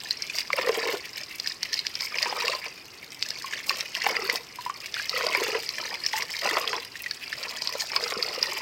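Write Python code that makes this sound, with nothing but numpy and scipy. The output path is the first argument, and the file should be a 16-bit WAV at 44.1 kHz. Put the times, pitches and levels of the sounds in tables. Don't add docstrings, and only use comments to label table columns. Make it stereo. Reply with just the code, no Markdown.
import sys
import numpy as np
from scipy import signal
from scipy.fft import rfft, irfft, next_fast_len
from scipy.io import wavfile
from scipy.ndimage import uniform_filter1d

SR = 44100
rng = np.random.default_rng(int(sys.argv[2]) if len(sys.argv) > 2 else 0)


def dump(signal):
    limited = np.clip(np.atleast_2d(signal).T, -1, 1)
    pcm = np.round(limited * 32767).astype(np.int16)
    wavfile.write(sys.argv[1], SR, pcm)


N = 379701
TIME = np.arange(N) / SR
FFT_SIZE = 2 * next_fast_len(N // 2 + SR // 10)
SIDES = np.array([[1], [-1]])
CUTOFF_HZ = 15900


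def from_db(db):
    return 10 ** (np.asarray(db) / 20)


def unit_rms(x):
    return x / np.sqrt(np.mean(x ** 2) + 1e-20)


def pan(db):
    return from_db(SIDES * db / 2)


def at_hz(points, hz):
    points = np.array(points)
    return np.interp(np.log(np.maximum(hz, 1)), np.log(points[:, 0]), points[:, 1])


def eq(x, curve):
    cepstrum = irfft(np.log(from_db(at_hz(curve, np.fft.rfftfreq(FFT_SIZE, 1 / SR)))))
    cepstrum[1:FFT_SIZE // 2] *= 2
    cepstrum[FFT_SIZE // 2 + 1:] = 0
    return irfft(rfft(x, FFT_SIZE) * np.exp(rfft(cepstrum)))[..., :N]


def filtered(x, hz, kind):
    return signal.sosfilt(signal.butter(2, hz, kind, fs=SR, output="sos"), x)


def stereo_noise(samples, width):
    return rng.standard_normal(samples) + width * rng.standard_normal((2, samples))


def drift(per_s):
    return np.interp(TIME * per_s, np.arange(N // 20), rng.standard_normal(N // 20))


def add(out, start_s, sound):
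    i = int(np.clip(start_s * SR, 0, N - 1))
    out[:, i:i + sound.shape[1]] += sound[:, :N - i]


def stroke(start_s, length_s, attack_s, release_s, sag_db_per_s):
    t = TIME - start_s
    swell = np.clip(t / attack_s + .5, 0, 1)
    sag = from_db(-sag_db_per_s * np.clip(t, 0, length_s))
    return swell * sag * np.exp(-np.maximum(t - length_s, 0) / release_s)


def bubble(hz, t60_s, rise, swell_cycles, lag_s=0., pan_db=0.):
    t = np.arange(int(t60_s * SR) + 20) / SR
    t = np.maximum(t + SIDES * lag_s / 2 - abs(lag_s) / 2, 0)
    envelope = from_db(-60 * t / t60_s) * (1 - np.exp(-(t * hz / swell_cycles) ** 2))
    phase = 2 * np.pi * hz * t * (1 + rise * t / t60_s / 2)
    return pan(pan_db) * envelope / (envelope.max() + 1e-9) * np.sin(phase)


# freq_hz, gain_db
ROOM_TONE_EQ = [(20, -40), (45, -4.5), (130, 1.5), (220, -1), (370, 1), (600, -5), (1200, -3.5),
                (16000, -24.5)]


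def room_tone(level_db=-52.0):
    return from_db(level_db) * unit_rms(eq(stereo_noise(N, width=.4), ROOM_TONE_EQ))


def reflections(x, t60_s, predelay_s, mono_below_hz):
    t = np.arange(int(t60_s * SR)) / SR
    decay = (from_db(-60 * t / t60_s) * (t > predelay_s))[:SR // 2]
    out, hop = np.zeros((2, N)), SR // 12
    for i in range(0, N, hop):
        mid, side = rng.standard_normal((2, SR // 2))[:, :len(t)]
        tail = (mid + SIDES * filtered(side, mono_below_hz, "high")) * decay
        tail /= np.sqrt(np.sum(tail ** 2) / 2)
        add(out, i / SR, signal.fftconvolve(x[:, i:i + hop], tail, axes=1))
    return out


# freq_hz, left_minus_right_db
MIC_BALANCE = [(100, 1.5), (600, 0), (800, 9), (1000, 0), (2400, 0.7), (5000, -6), (8000, -3), (13000, -1)]
# freq_hz, left_lead_rad
MIC_PHASE = [(200, -0.018), (600, -0.099), (950, -0.16), (1900, 0.052), (3700, 1), (5000, -0.16), (8000, 1)]


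def mic_colour(x):
    hz = np.fft.rfftfreq(FFT_SIZE, 1 / SR)
    gain = pan(at_hz(MIC_BALANCE, hz))
    gain /= np.sqrt(np.mean(gain ** 2, 0))
    phase = SIDES * at_hz(MIC_PHASE, hz) / 2
    return irfft(rfft(x, FFT_SIZE) * gain * np.exp(1j * phase))[:, :N]


# pitch_hz, t60_s, gain_db
POT_MODES = [(471, 0.06, -2.5), (1028, 0.068, 0)]


def pot_ring(x, wander=0.042, rocks_per_s=5):
    warped_s = np.cumsum(1 + wander * drift(rocks_per_s)) / SR
    out = 0
    for hz, t60_s, db in POT_MODES:
        pole = from_db(-60 / (t60_s * SR))
        carrier = np.exp(2j * np.pi * hz * warped_s)
        envelope = signal.lfilter([2 * (1 - pole)], [1, -pole], x.mean(0) / carrier)
        out = out + from_db(db) * np.real(carrier * envelope)
    return out


# time_s, level_db
TRICKLE_RIDE = [(0.0, -41.5), (0.67, -46.5), (1.11, -44.5), (1.62, -50), (1.66, -42.5), (2.49, -47.5),
                (3.05, -50.5), (3.42, -46.5), (3.88, -44.0), (4.38, -50.5), (4.88, -45.0), (5.7, -39.5),
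                (6.28, -48.0), (7.18, -47.5), (7.29, -41.5), (8.6, -38.5)]


def trickle():
    return np.interp(TIME, *np.transpose(TRICKLE_RIDE))


# freq_hz, gain_db
RUNOFF_EQ = [(1200, -24.5), (2000, 3), (2600, 5.5), (3500, -8), (7500, -20.5)]


def runoff(trickle_db, trim_db=-7.0, ripple_db=7.5, ripples_per_s=70):
    flow_db = trickle_db + trim_db + ripple_db * drift(ripples_per_s)
    return from_db(flow_db) * unit_rms(eq(stereo_noise(N, width=.5), RUNOFF_EQ))


# freq_hz, gain_db
LEAF_EQ = [(500, -34), (3000, 9.5), (6000, 4.5), (8500, 1), (9800, -9.5), (11400, -2.5), (13700, -2.5),
           (16000, -2)]
# start_s, level_db
RIB_SNAPS = [(0.564, -21), (0.772, -20.5), (1.357, -25), (4.038, -26), (4.074, -19), (4.242, -23),
             (5.269, -35), (5.37, -21), (5.589, -30), (6.597, -19), (7.02, -18)]


def leaf_crackle(level_db, per_s=130, size_db=7, tick_s=0.00031, hiss=0.065, tint_db=3, snap_s=0.00089):
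    onsets = rng.random(N) < per_s * from_db(5 * drift(40)) / SR
    ticks = onsets * from_db(size_db * np.minimum(rng.standard_normal(N), 2))
    pole = np.exp(-1 / (tick_s * SR))
    edges_hz = np.geomspace(2000, CUTOFF_HZ, 6)
    out = 0
    for band_hz in zip(edges_hz, edges_hz[1:]):
        tinted = ticks * from_db(tint_db * np.minimum(rng.standard_normal(N), 1))
        bursts = unit_rms(signal.lfilter([1], [1, -2 * pole, pole * pole], tinted + 1e-12))
        noise = np.sqrt(bursts ** 2 + hiss) * stereo_noise(N, width=2)
        out = out + filtered(noise, band_hz, "band")
    out = from_db(level_db) * unit_rms(eq(out, LEAF_EQ))
    t = np.arange(SR // 50) / SR
    for start_s, db in RIB_SNAPS:
        snap = from_db(db - 1) * np.exp(-t / snap_s) * rng.standard_normal((2, len(t)))
        add(out, start_s, filtered(snap, edges_hz[-3], "high"))
    return out


# start_s, length_s, level_db
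FIST_SQUEEZES = [(0.339, .06, -43), (2.008, 0.054, -41), (3.663, 0.04, -36), (4.325, 0.043, -36.5),
                 (6.16, 0.028, -36), (7.78, 0.057, -42)]


def squeezes(flicker_db=6.5, flickers_per_s=350, low_hz=6500):
    force = sum(from_db(db) * stroke(start_s, length_s, attack_s=.0091, release_s=.0075, sag_db_per_s=0)
                for start_s, length_s, db in FIST_SQUEEZES)
    mist = from_db(flicker_db * drift(flickers_per_s)) * stereo_noise(N, width=2)
    return force * unit_rms(filtered(eq(mist, LEAF_EQ), low_hz, "high"))


def swarm(level_db, curve, low_hz, high_hz, per_s, cycles, size_db, rise, spread_s, spray_db, even_s):
    count = int(per_s * N / SR)
    activity = np.cumsum(from_db(.33 * level_db + 4 * drift(45)))
    chance = rng.random((N // 20, 3))[:count]
    scatter = rng.standard_normal((N // 20, 4))[:count]
    out, births = np.zeros((2, N)), np.zeros(N)
    for (when, pitch, polarity), (size, ring, lag, side) in zip(chance, scatter):
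        i = min(np.searchsorted(activity, when * activity[-1]), N - 1)
        hz = low_hz * (high_hz / low_hz) ** pitch
        gain = from_db(size_db * min(size, 2))
        births[i] += gain ** 2
        t60_s = cycles * from_db(3.5 * ring + .2 * (level_db[i] + 35)) / hz
        ping = bubble(hz, t60_s, rise, swell_cycles=.62, lag_s=lag * spread_s, pan_db=3 * side)
        add(out, i / SR, np.sign(polarity - .5) * gain * ping)
    bursts = np.sqrt(signal.lfilter([1], [1, -np.exp(-1 / (0.0015 * SR))], births + 1e-12))
    spray = bursts * stereo_noise(N, width=2.9)
    out = unit_rms(eq(unit_rms(out) + from_db(spray_db) * unit_rms(spray), curve))
    window = int(even_s * SR) + 1
    power = uniform_filter1d(uniform_filter1d(np.mean(out ** 2, 0), window), window)
    return from_db(level_db) * out / np.sqrt(np.abs(power) + 0.0019)


# freq_hz, gain_db
PATTER_EQ = [(300, -69), (2000, -24), (3500, -18.5), (4400, -2.5), (5050, 3), (5700, -6), (6700, -14),
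             (8700, -14.5), (10000, -28), (16000, -35)]


def patter(level_db):
    return swarm(level_db - .44, PATTER_EQ, low_hz=3605, high_hz=7050, per_s=760, cycles=26,
                 size_db=14, rise=.052, spread_s=.00004, spray_db=-.5, even_s=.038)


# freq_hz, gain_db
SPLASH_EQ = [(300, -40), (1400, -11), (1750, -3), (2750, -4), (3400, -11), (4500, -11.5), (9000, -27)]


def splash(level_db):
    return swarm(level_db - .46, SPLASH_EQ, low_hz=1727, high_hz=4000, per_s=800, cycles=25,
                 size_db=11, rise=.051, spread_s=.00006, spray_db=0, even_s=.076)


# freq_hz, gain_db
SLOSH_EQ = [(50, -57), (185, -5), (300, -18), (450, -9), (620, 0.5), (780, -3), (1000, 4), (1300, 3),
            (1750, -5.5), (2600, -41)]


def slosh(level_db):
    return swarm(level_db - 2, SLOSH_EQ, low_hz=327, high_hz=1754, per_s=250, cycles=14,
                 size_db=2, rise=.19, spread_s=.00006, spray_db=2.5, even_s=.08)


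def gulps(level_db, hz=424, spread=0.088, per_s=38, size_db=2.5, trim_db=-2.0):
    out, count = np.zeros((2, N)), int(per_s * N / SR)
    for k, (late, pitch, size) in enumerate(rng.standard_normal((N // 20, 3))[:count]):
        start_s = (k + late / 2) / per_s
        db = np.interp(start_s, TIME, level_db) + trim_db + size_db * min(size, 1)
        gulp = bubble(hz * np.exp(spread * pitch), t60_s=.067, rise=.11, swell_cycles=.84)
        add(out, start_s, from_db(db) * gulp)
    return out


# start_s, level_db, pitch_hz, left_minus_right_db
DROP_HITS = [(0.109, -19.5, 4260, -2.5), (0.222, -21.5, 5300, -1), (0.386, -19, 4950, -2),
             (0.531, -20, 2120, -6), (1.399, -24.5, 5100, 9), (1.474, -23, 4770, 5),
             (1.631, -20.5, 5400, 4), (1.73, -24.5, 5650, 1), (1.741, -20, 5100, -6),
             (1.792, -22.5, 4080, 3), (1.867, -27.5, 5100, -1), (1.954, -22.5, 5100, 0),
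             (2.008, -22, 4980, 3), (2.185, -23.5, 2440, 1), (2.228, -18, 4880, -6), (2.481, -22, 2670, -4),
             (3.226, -21.5, 4400, -6), (3.305, -26.5, 5060, -6), (3.695, -20, 2590, 1),
             (3.808, -19.5, 5300, 3), (3.951, -25, 2860, -1), (4.167, -22.5, 2016, 2),
             (4.298, -17.5, 2065, 3), (4.358, -21.5, 4840, -1), (4.942, -25, 3600, 7),
             (5.095, -23, 4620, 2), (5.267, -19, 4560, 1), (5.349, -19, 2210, 0), (5.691, -20.5, 4530, 9),
             (6.064, -18, 5350, -4), (6.222, -27, 1970, -4), (6.367, -29, 4800, 5), (6.676, -22.5, 3220, 5),
             (7.111, -23.5, 4440, -2.5), (7.62, -25.5, 4850, 5), (7.674, -21.5, 4800, 1),
             (7.963, -21.5, 4600, -7), (8.039, -27, 4980, -15), (8.227, -25.5, 4530, -12),
             (8.428, -18, 5100, -6)]
# freq_hz, gain_db
CLICK_EQ = [(100, -27), (1400, -14), (2300, 0), (3500, -1), (5000, 9), (6500, -11.5), (8700, -15),
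            (9800, -25.5), (13700, -16), (16000, -32)]


def drops(cycles=15, ring_db=10, click_s=0.00095, scatter_db=-4, scatter_s=0.0032, lead_db=-18):
    rings, clicks = np.zeros((2, N)), np.zeros((2, N))
    t = np.arange(SR // 20) / SR
    for start_s, db, hz, pan_db in DROP_HITS:
        gain = from_db(db) * pan(pan_db)
        ring = bubble(hz, t60_s=cycles / hz + .002, rise=.013, swell_cycles=1.6)
        add(rings, start_s - .0002, gain * ring)
        grain_db = 7.5 * np.repeat(rng.standard_normal(len(t)), 20)[:len(t)]
        droplets = from_db(grain_db) * np.exp(-t / scatter_s)
        impact = np.exp(-t / click_s) + from_db(scatter_db) * droplets
        noise = stereo_noise(len(t), width=1)
        add(clicks, start_s - .0005, gain * impact * noise)
        add(clicks, start_s - .0048, gain * from_db(lead_db) * droplets * noise[:, ::-1])
    return from_db(ring_db) * rings + from_db(-1) * eq(clicks, CLICK_EQ)


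# start_s, level_db, pitch_hz, t60_s
AIR_POCKETS = [(0.299, -24, 2465, 0.036), (0.504, -20, 1130, 0.012), (0.535, -25.5, 535, 0.044),
               (0.586, -23.5, 964, 0.042), (0.613, -21.5, 2010, 0.017), (0.674, -18.5, 494, 0.025),
               (0.774, -22, 437, 0.083), (0.939, -28, 388, 0.05), (1.461, -26.5, 1760, 0.019),
               (1.851, -31, 1720, 0.031), (2.122, -30.5, 1190, 0.04), (2.26, -28, 930, 0.069),
               (2.327, -19, 750, 0.0085), (2.421, -27.5, 950, 0.1), (2.44, -33.5, 466, 0.071),
               (2.53, -30.5, 1010, 0.1), (3.444, -29, 1060, 0.038), (3.535, -20, 1710, 0.025),
               (3.706, -20, 1100, 0.022), (4.019, -20, 1940, 0.032), (4.066, -17.5, 810, 0.017),
               (4.089, -21, 1030, 0.023), (4.103, -25, 490, 0.027), (4.587, -30.5, 968, 0.078),
               (4.663, -24.5, 965, 0.073), (4.698, -21.5, 1106, 0.03), (4.86, -24, 2270, 0.014),
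               (4.967, -25, 1490, 0.026), (4.998, -23, 1620, 0.037), (5.14, -32, 503, 0.066),
               (5.164, -22, 1940, 0.022), (5.235, -28.5, 478, 0.052), (5.266, -22, 593, 0.034),
               (5.337, -23, 2100, 0.053), (5.416, -23.5, 398, 0.03), (5.466, -24, 1810, 0.03),
               (6.133, -18.5, 1930, 0.02), (6.138, -22.5, 864, 0.15), (6.177, -19.5, 1910, 0.017),
               (6.457, -18.5, 783, 0.05), (6.49, -22.5, 1980, 0.04), (6.512, -32.5, 328, 0.15),
               (6.574, -21, 655, 0.026), (6.732, -24, 982, 0.069), (6.956, -27.5, 1820, 0.043),
               (7.041, -28.5, 2080, 0.025), (7.062, -22.5, 1896, 0.047), (7.113, -28, 1670, 0.037),
               (7.329, -19.5, 1784, 0.028), (7.753, -22.5, 558, 0.025), (7.965, -22.5, 1090, 0.032),
               (8.026, -31.5, 462, 0.06), (8.167, -38, 190, 0.05), (8.186, -31, 477, 0.063)]


def plops(ring_db=0.5, smack_db=-1, smack_s=0.0074):
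    out = np.zeros((2, N))
    t = np.arange(SR // 25) / SR
    for start_s, db, hz, t60_s in AIR_POCKETS:
        add(out, start_s - .001, from_db(db + ring_db) * bubble(hz, t60_s, rise=.14, swell_cycles=1.22))
        smack = np.exp(-t / smack_s) * stereo_noise(len(t), width=.5)
        add(out, start_s - .001, from_db(db + smack_db) * filtered(smack, [hz, 2.5 * hz], "band"))
    return out


# start_s, smack_db, boom_db
PALM_SLAPS = [(0.587, -18, -26), (0.692, -14, -16), (0.886, -19, -28), (2.258, -20, -63),
              (2.662, -30.5, -42), (4.066, -9, -44), (4.187, -48, -36), (5.21, -16.5, -35),
              (5.35, -14.5, -27.5), (5.484, -37, -26), (5.551, -16, -22), (6.57, -12.5, -29),
              (6.731, -16.5, -35), (7.962, -17, -46.5), (8.123, -20, -30.5), (8.166, -41, -29),
              (8.378, -37, -26.5)]


def slaps(trim_db=5, smack_s=0.0038, band_hz=(520, 2700), air_hz=440, air_spread=0.08):
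    out = np.zeros((2, N))
    t = np.arange(SR // 25) / SR
    for start_s, smack_db, boom_db in PALM_SLAPS:
        smack = np.exp(-t / smack_s) * stereo_noise(len(t), width=.38)
        add(out, start_s - .001, from_db(smack_db + trim_db) * filtered(smack, band_hz, "band"))
        boom_hz = air_hz * np.exp(air_spread * rng.standard_normal())
        add(out, start_s, from_db(boom_db) * bubble(boom_hz, t60_s=.047, rise=0, swell_cycles=.76))
    return out


# start_s, length_s, splash_db, patter_db
LEAF_GUSHES = [(0.34, 0.07, -37.0, -34), (1.14, 0.09, -42.0, -38.5), (1.441, 0.08, -44.0, -36.5),
               (1.721, 0.06, -44.0, -32.5), (2.001, 0.06, -36.5, -32), (2.399, 0.15, -34.5, -35),
               (2.622, 0.05, -36.5, -39.5), (3.207, 0.22, -45.0, -40.5), (3.487, 0.1, -37.0, -43),
               (3.94, 0.16, -34.5, -36.5), (4.939, 0.11, -38.0, -39.0), (6.02, 0.07, -42, -35),
               (6.29, 0.19, -38.0, -36.5), (7.79, 0.03, -40.5, -29.5)]
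# start_s, length_s, slosh_db, splash_db, gulp_db
HAND_PLUNGES = [(0.551, 0.38, -35, -32.5, -28.5), (2.119, 0.14, -44, -35.5, -58),
                (2.251, 0.29, -35.5, -36.5, -48), (3.67, 0.14, -43, -36, -66),
                (4.029, 0.33, -37.5, -35.5, -31), (5.119, 0.46, -36, -33.5, -32),
                (5.759, 0.19, -40.5, -37.5, -41), (6.131, 0.1, -43, -36.5, -52),
                (6.434, 0.2, -32, -32, -31.5), (6.67, 0.1, -37.5, -37.5, -33),
                (7.378, 0.46, -45.5, -47, -53), (7.9, 0.71, -38, -39.5, -37.5)]


def stirring(trickle_db, gulp_delay_s=0.036):
    power = np.outer(from_db([-13.5, -5, 0, -13.5]), from_db(trickle_db)) ** 2
    surge = from_db(1.42 * drift(per_s=22))
    plunge_shape = dict(attack_s=.05, release_s=.034, sag_db_per_s=5.5)
    for start_s, length_s, slosh_db, splash_db, gulp_db in HAND_PLUNGES:
        push = surge * stroke(start_s, length_s, **plunge_shape)
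        spray_db = -26 + .3 * splash_db
        power[:3] += np.outer(from_db([slosh_db, splash_db, spray_db]), push) ** 2
        submerged = stroke(start_s + gulp_delay_s, length_s - gulp_delay_s, **plunge_shape)
        power[3] += (from_db(gulp_db) * surge * submerged) ** 2
    for start_s, length_s, splash_db, patter_db in LEAF_GUSHES:
        flow = stroke(start_s, length_s, attack_s=.025, release_s=.022, sag_db_per_s=3)
        rocking_db = splash_db - 12
        power[:3] += np.outer(from_db([rocking_db, splash_db, patter_db]), flow) ** 2
    return 10 * np.log10(power)


def scene():
    trickle_db = trickle()
    slosh_db, splash_db, patter_db, gulp_db = stirring(trickle_db)
    bubbles = slosh(slosh_db) + splash(splash_db) + patter(patter_db)
    leaves = leaf_crackle(0.16 * splash_db + 0.47 * patter_db - 20.5)
    churn = bubbles + leaves + gulps(gulp_db) + runoff(trickle_db) + squeezes()
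    hits = drops() + plops() + slaps()
    water = churn + hits
    walls = reflections(churn + .5 * hits, t60_s=.027, predelay_s=.00085, mono_below_hz=1160)
    in_pot = water + pot_ring(water) + from_db(-1) * walls
    kitchen = reflections(in_pot, t60_s=.58, predelay_s=.011, mono_below_hz=603)
    return mic_colour(in_pot + from_db(-15) * kitchen + room_tone())


def record(dry):
    return signal.sosfilt(signal.ellip(10, .2, 80, CUTOFF_HZ, fs=SR, output="sos"), np.tanh(dry))


dry = scene()
out = record(dry)
dump(out)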